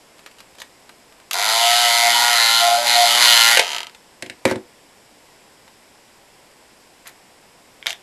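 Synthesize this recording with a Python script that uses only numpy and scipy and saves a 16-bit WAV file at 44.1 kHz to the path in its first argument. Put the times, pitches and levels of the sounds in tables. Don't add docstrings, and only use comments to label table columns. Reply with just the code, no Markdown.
import sys
import numpy as np
from scipy import signal
from scipy.fft import rfft, irfft, next_fast_len
from scipy.io import wavfile
from scipy.ndimage import uniform_filter1d

SR = 44100
rng = np.random.default_rng(int(sys.argv[2]) if len(sys.argv) > 2 else 0)


def store_pcm(level_fs):
    pcm = np.round(np.clip(level_fs, -1, 1) * 32767).astype(np.int16)
    wavfile.write(sys.argv[1], SR, np.atleast_2d(pcm).T)


N = 354078
TIME = np.arange(N) / SR
SWITCH_ON_S, FIRST_HIT_S, SLIP_OUT_S, SWITCH_OFF_S = 1.239, 1.33, 3.55, 3.62


def undb(db):
    return 10 ** (np.asarray(db) / 20)


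def curve(rows):
    return np.interp(TIME, *np.transpose(rows))


def unit(x):
    return x / np.sqrt(np.sum(x ** 2))


def steady(x):
    return x / np.std(x[(TIME > FIRST_HIT_S) & (TIME < SLIP_OUT_S)])


def even(x):
    power = uniform_filter1d(x ** 2, size=2200)
    return x / np.sqrt(np.abs(power) + np.mean(x ** 2) / 20)


def through(x, response):
    return signal.oaconvolve(x, response)[:len(x)]


def add(out, start_s, sound):
    i = int(start_s * SR)
    out[i:i + len(sound)] += sound[:N - i]


def walk(t, rate_hz):
    knots = rng.standard_normal(int(N / SR * rate_hz) + 2)
    return np.interp(t * rate_hz, np.arange(len(knots)), knots)


def impacts(times_s, sizes, half_width=8):
    place = np.asarray(times_s)[:, None] * SR
    index = place.astype(int) + np.arange(1 - half_width, half_width + 1)
    pulses = np.sinc(index - place) * np.sinc((index - place) / half_width) * np.asarray(sizes)[:, None]
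    return np.bincount(np.clip(index, 0, N - 1).ravel(), pulses.ravel(), N)


def colour(spectrum, tilt_db_per_oct=0, size=1024):
    hz, db = np.transpose(spectrum)
    octave = np.log2(np.maximum(np.fft.rfftfreq(size, 1 / SR), 1))
    db = np.interp(octave, np.log2(hz), db + tilt_db_per_oct * np.log2(hz))
    cepstrum = irfft(np.log(undb(db - db.max())))
    cepstrum[1:size // 2] *= 2
    cepstrum[size // 2 + 1:] = 0
    return unit(irfft(np.exp(rfft(cepstrum))))


def ring(t60_s, ring_db):
    t = TIME[:int(SR * t60_s) + 2]
    response = undb(ring_db) * unit(rng.standard_normal(len(t)) * undb(-60 * t / t60_s))
    response[0] += 1
    return unit(response)


def modes(table):
    t = TIME[:SR // 2]
    return sum((-1) ** k * undb(db) * width_hz * np.exp(-np.pi * width_hz * t) * np.cos(2 * np.pi * hz * t)
               for k, (hz, width_hz, db) in enumerate(table))


def shifting_modes(x, table, swing_db, rate_hz):
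    return sum(through(x * undb(swing_db * walk(TIME, rate_hz)), (-1) ** k * modes([mode])[:SR // 10])
               for k, mode in enumerate(table))


# freq_hz, gain_db
AIR_SPECTRUM = [(25, -4), (90, -2.5), (300, 2.5), (600, 2), (1050, 0.5), (1200, -5), (2100, -3),
                (4300, -9.5), (5150, -4.5), (6200, -13), (7800, -7), (9200, -13.5), (12000, -14)]


def air(level_db=-50.5):
    gain = undb(level_db + .083 * walk(TIME, 5.04))
    return gain * through(rng.standard_normal(N), colour(AIR_SPECTRUM))


def clicks(table, spectrum, t60_s, ring_db, gain_db):
    out = np.zeros(N)
    for start_s, db, tilt in table:
        click = signal.fftconvolve(ring(t60_s, ring_db), colour(spectrum, tilt))
        add(out, start_s, undb(db + gain_db) * click)
    return out


# start_s, level_db, tilt_db_per_oct
CLICKS = [(0.262, -24.5, -4), (0.404, -28, -3.5), (0.584, -29, -5), (0.601, -28, 0), (0.618, -21.5, -2.5),
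          (0.893, -28.5, -4.5), (1.311, -9.5, -1.5), (1.332, -8, 1.5), (3.948, -31, -3.5),
          (5.678, -35.5, -5), (7.07, -27, -2), (7.0745, -22, 5), (7.092, -33, 4)]
# freq_hz, gain_db
CLICK_SPECTRUM = [(200, -32), (700, -10), (1750, -6), (3800, -2), (5500, -9.5), (6800, -6), (8900, -10.5),
                  (12500, -7.5)]


def keyway_clicks(feed_start_s=.1, feed_length_s=1.1, tick_db=-36.5):
    ticks = [(feed_start_s + when * feed_length_s, tick_db + 6 * (size - .5), -3)
             for when, size in rng.random((9, 2))]
    return clicks(list(CLICKS) + ticks, CLICK_SPECTRUM, t60_s=.03, ring_db=17, gain_db=14.5)


def stick_slip(table, spectrum):
    out = np.zeros(N)
    for start_s, length_s, db in table:
        n = int(length_s * SR)
        ticks = rng.standard_normal(n) * (rng.random(n) < .05)
        add(out, start_s, undb(db) * np.sqrt(n) * unit(ticks * signal.windows.tukey(n, .5)))
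    return through(out, colour(spectrum))


# start_s, length_s, level_db
SLIDES = [(0.38, 0.034, -55), (0.583, 0.05, -44.5), (1.305, 0.12, -33.5), (3.548, 0.26, -38),
          (7.855, 0.077, -35.5)]
# freq_hz, gain_db
SLIDE_SPECTRUM = [(250, -35), (750, 2), (1200, -13.5), (1900, -30), (4000, -3), (7000, -4.5), (12000, -26)]


def steel_slides():
    return stick_slip(SLIDES, SLIDE_SPECTRUM)


# time_s, speed_hz
MOTOR_SPEED = [(1.55, 116.5), (1.8, 119.9), (1.884, 117.4), (2.078, 117.7), (2.274, 119.7), (2.43, 114.9),
               (2.758, 117.4), (2.836, 119.7), (3.07, 117.3), (3.204, 121.3), (3.42, 115.2), (3.55, 118.7)]


def motor(spin_up_s=.08):
    run_up = 1 - np.exp(-np.maximum(TIME - SWITCH_ON_S, 1 / SR) / spin_up_s)
    speed_hz = curve(MOTOR_SPEED) * run_up
    turns = np.cumsum(speed_hz * (TIME > FIRST_HIT_S) * (TIME < SWITCH_OFF_S)) / SR
    return turns, run_up


# harmonic, level_db
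HUM_HARMONICS = [(1, -59.5), (2, -53), (3, -54)]


def motor_hum(turns):
    speed = np.gradient(turns)
    unbalance = (speed / speed.max()) ** 2 * undb(1.6 * walk(TIME, 6))
    return unbalance * sum(undb(db) * np.sin(2 * np.pi * round(k) * turns) for k, db in HUM_HARMONICS)


# delay_s, level_db, scatter_s
CONTACTS = [(0, 0, 0.000026), (.0009, 3, 0.000058), (.0035, -3.5, .00005), (.0053, -2, 0.000262)]


def blade_hits(strokes_s, force_db):
    bite_db = 3 + .5 * np.interp(strokes_s, TIME, force_db) + 1.5 * walk(strokes_s, 4.86)
    hits = 0
    for k, (delay_s, db, scatter_s) in enumerate(CONTACTS):
        time_jitter, level_jitter = rng.standard_normal((len(strokes_s), 2)).T
        drift = 1 + .072 * walk(strokes_s, 7)
        times_s = strokes_s + delay_s * drift + scatter_s * time_jitter
        sizes = undb(db + bite_db * (k == 0) + 1.2 * level_jitter + 1.5 * walk(strokes_s, 9))
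        hits = hits + through(impacts(times_s, sizes), ring(t60_s=.02, ring_db=-4))
    return steady(hits)


def loose_pins(strokes_s, count=1800):
    times_s = rng.uniform(strokes_s[0], strokes_s[-1], size=count)
    falls = impacts(times_s, rng.standard_normal(count))
    return steady(through(falls, ring(t60_s=.01, ring_db=-3)))


def blade_dispersion(x, lag_at_1khz_s=.0012):
    size = next_fast_len(N + SR // 10, True)
    khz = np.fft.rfftfreq(size, 1 / SR) / 1000
    phase_cycles = 1000 * lag_at_1khz_s * (4 * np.sqrt(khz) - khz)
    return irfft(rfft(x, size) * np.exp(-2j * np.pi * phase_cycles), size)[:N]


# freq_hz, gain_db
PIN_SPECTRUM = [(300, -34.5), (700, -7.5), (1300, -11.5), (1900, -5.5), (3400, -2.5), (4800, -2.5),
                (6200, -8.5), (7400, -7), (9000, -10), (12500, -12.5)]
# pitch_hz, width_hz, gain_db
PIN_MODES = [(2090, 400, -5.5), (2958, 116, 9), (4180, 210, 0)]


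def pin_chatter(hits, force_db):
    crack = even(through(hits, colour(PIN_SPECTRUM))) * undb(.052 * (force_db - force_db.max()))
    ringing = even(shifting_modes(hits, PIN_MODES, swing_db=4.5, rate_hz=14)) * undb(-4 + .5 * force_db)
    chatter = signal.sosfilt(signal.butter(3, 800, "high", fs=SR, output="sos"), crack + ringing)
    return undb(-15.5 + force_db) * even(chatter)


# pitch_hz, width_hz, gain_db
TOOL_MODES = [(484.4, 55, -12), (595, 64, -5), (705, 71, 0.5), (813, 77, 1.5), (945, 86, -2),
              (1053, 48, -3), (1292, 46, -1.5), (1393, 110, -1), (1532, 98, -5.5), (1644, 110, -12)]


def tool_drone(shake, force_db):
    return undb(-24 + .5 * force_db) * even(shifting_modes(shake, TOOL_MODES, swing_db=5, rate_hz=8))


# start_s, length_s, pitch_hz, level_db
SWELLS = [(1.504, 0.28, 705, -30), (2.016, 0.091, 705, -25.5), (2.122, 0.2, 945, -25),
          (2.31, 0.35, 4180, -20), (2.591, .22, 705, -19.5), (2.757, 0.12, 595, -24.5),
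          (2.856, 0.13, 4180, -21), (2.931, 0.14, 705, -22.5), (3.2, 0.33, 3040, -20)]


def blade_swells(shake, q=8.8):
    out = np.zeros(N)
    for start_s, length_s, hz, db in SWELLS:
        i, n = int(start_s * SR), int(length_s * SR)
        resonance = signal.iirpeak(hz, q, fs=SR)
        swing = signal.lfilter(*resonance, signal.lfilter(*resonance, shake[i:i + n]))
        add(out, start_s, undb(db) * signal.windows.tukey(n, .5) * swing / np.std(swing))
    return out


# time_s, force_db
HAND_FORCE = [(1.6, -17), (1.648, -15.5), (2.604, -16.5), (2.838, -23.5), (2.876, -16.5), (3.196, -14.5),
              (3.228, -11), (3.522, -13), (3.55, -15)]


def picking(usual_force_db=-16, speed_db_per_decade=70):
    turns, run_up = motor()
    strokes_s = np.interp(np.arange(1, turns[-1]), turns, TIME)
    force_db = curve(HAND_FORCE) - usual_force_db + speed_db_per_decade * np.log10(run_up)
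    hits = blade_hits(strokes_s, force_db)
    rattle = loose_pins(strokes_s)
    chatter = pin_chatter(blade_dispersion(hits + undb(-13) * rattle), force_db)
    stroke_sizes = undb(1.1 * rng.standard_normal(len(strokes_s)))
    shake = steady(impacts(strokes_s, stroke_sizes)) + undb(-6) * rattle
    release = np.interp(TIME, [SLIP_OUT_S, SWITCH_OFF_S], [1, .15])
    return release * (chatter + tool_drone(shake, force_db) + motor_hum(turns) + blade_swells(shake))


# start_s, crack_db, thud_db, boom_db
KNOCKS = [(3.572, 0.5, -12, -50), (3.594, 1.5, -4, -44), (4.224, -16.5, -28, -25), (4.262, -28, -34, -31.5),
          (4.298, -20.5, -34, -29.5), (4.453, -7, 0.5, -4), (4.457, -16.5, -9.5, -23),
          (4.512, -18.5, -4.5, -9), (4.558, -27.5, -17.5, -14.5)]
# freq_hz, gain_db
KNOCK_SPECTRUM = [(200, -37), (600, 7.5), (1200, -6), (1900, 11), (2600, 7), (4000, 2.5), (6000, -5.5),
                  (8500, -4.5), (12500, -15)]
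# pitch_hz, width_hz, gain_db
HOUSING_MODES = [(500, 70, 0), (620, 100, -5), (880, 150, -9)]
# pitch_hz, width_hz, gain_db
DESK_MODES = [(114, 26, -8.5), (220, 11, -3.5), (264, 16.3, -5.5), (316.4, 17, -2.5), (380, 15, -3.5),
              (490.6, 13.6, -2)]


def tool_knocks():
    start_s, crack_db, thud_db, boom_db = np.transpose(KNOCKS)
    contacts = [(s, db, 0) for s, db in zip(start_s, crack_db)]
    crack = clicks(contacts, KNOCK_SPECTRUM, t60_s=.027, ring_db=22, gain_db=17.5)
    thud = through(impacts(start_s, undb(thud_db + 13.5)), unit(modes(HOUSING_MODES)))
    boom = through(impacts(start_s, undb(boom_db + 17)), unit(modes(DESK_MODES)))
    return crack + thud + boom


def coast(stop_s=3.928, slowing_hz_per_s=343, resonance_hz=53, width_hz=27):
    hits = 0
    for last_turn, end_db in [(.6, 0), (.17, -7)]:
        turns_left = np.arange(18) + last_turn
        speed_hz = np.sqrt(2 * turns_left * slowing_hz_per_s)
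        shudder_db = 8 * np.exp(-((speed_hz - resonance_hz) / width_hz) ** 2)
        level_db = -13 + end_db + .11 * speed_hz + shudder_db
        times_s = stop_s - speed_hz / slowing_hz_per_s
        hits = hits + through(impacts(times_s, undb(level_db)), ring(t60_s=.018, ring_db=5))
    crack = through(hits, colour(PIN_SPECTRUM, tilt_db_per_oct=-3))
    return crack + undb(-11) * through(hits, unit(modes(TOOL_MODES)))


# start_s, length_s, level_db
SCRAPES = [(4.452, 0.09, -30.5), (7.048, 0.057, -44.5)]
# freq_hz, gain_db
SCRAPE_SPECTRUM = [(300, -25), (800, -8), (1200, -6), (1950, 2), (2700, -11), (4800, -13), (9400, -23),
                   (12000, -22)]


def scrapes():
    return stick_slip(SCRAPES, SCRAPE_SPECTRUM)


# start_s, level_db, tilt_db_per_oct
BOUNCES = [(7.827, -23.5, -5.5), (7.86, -11, -4), (7.868, -1, 1.5), (7.875, -14, -6.5), (7.88, -16, -3),
           (7.895, -16, 3), (7.906, -10, 1), (7.929, -16, 1)]
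# freq_hz, gain_db
WRENCH_SPECTRUM = [(200, -35), (750, -19), (1250, -15), (1800, -5), (2200, 0), (2550, -5.5), (3160, 2.5),
                   (4200, -11), (7100, -16), (12500, -20.5)]


def wrench_drop():
    return clicks(BOUNCES, WRENCH_SPECTRUM, t60_s=.011, ring_db=-1, gain_db=11.5)


# freq_hz, width_hz
LOCK_NOTCHES = [(5500, 320), (8250, 760)]


def lock_notches(x):
    for hz, width_hz in LOCK_NOTCHES:
        x = signal.lfilter(*signal.iirnotch(hz, hz / width_hz, fs=SR), x)
    return x


def room(x, t60_s=.19, wet_db=-11, gap_s=.003):
    t = TIME[:SR // 2]
    tail = rng.standard_normal(len(t)) * undb(-60 * t / t60_s) * (t > gap_s)
    walls = colour([(100, -4.5), (600, 3.5), (3000, -3.5), (12000, -7)])
    return x + undb(wet_db) * through(x, through(unit(tail), walls))


def scene():
    lock = lock_notches(picking() + coast() + steel_slides())
    handling = keyway_clicks() + wrench_drop() + scrapes() + tool_knocks()
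    low_cut = signal.butter(3, 85, "high", fs=SR, output="sos")
    return (signal.sosfilt(low_cut, room(lock + handling)) + air())[None]


def record(dry, top_hz=12600):
    return signal.sosfilt(signal.ellip(12, .2, 70, top_hz, fs=SR, output="sos"), np.clip(dry, -1, 1))


dry = scene()
out = record(dry)
store_pcm(out)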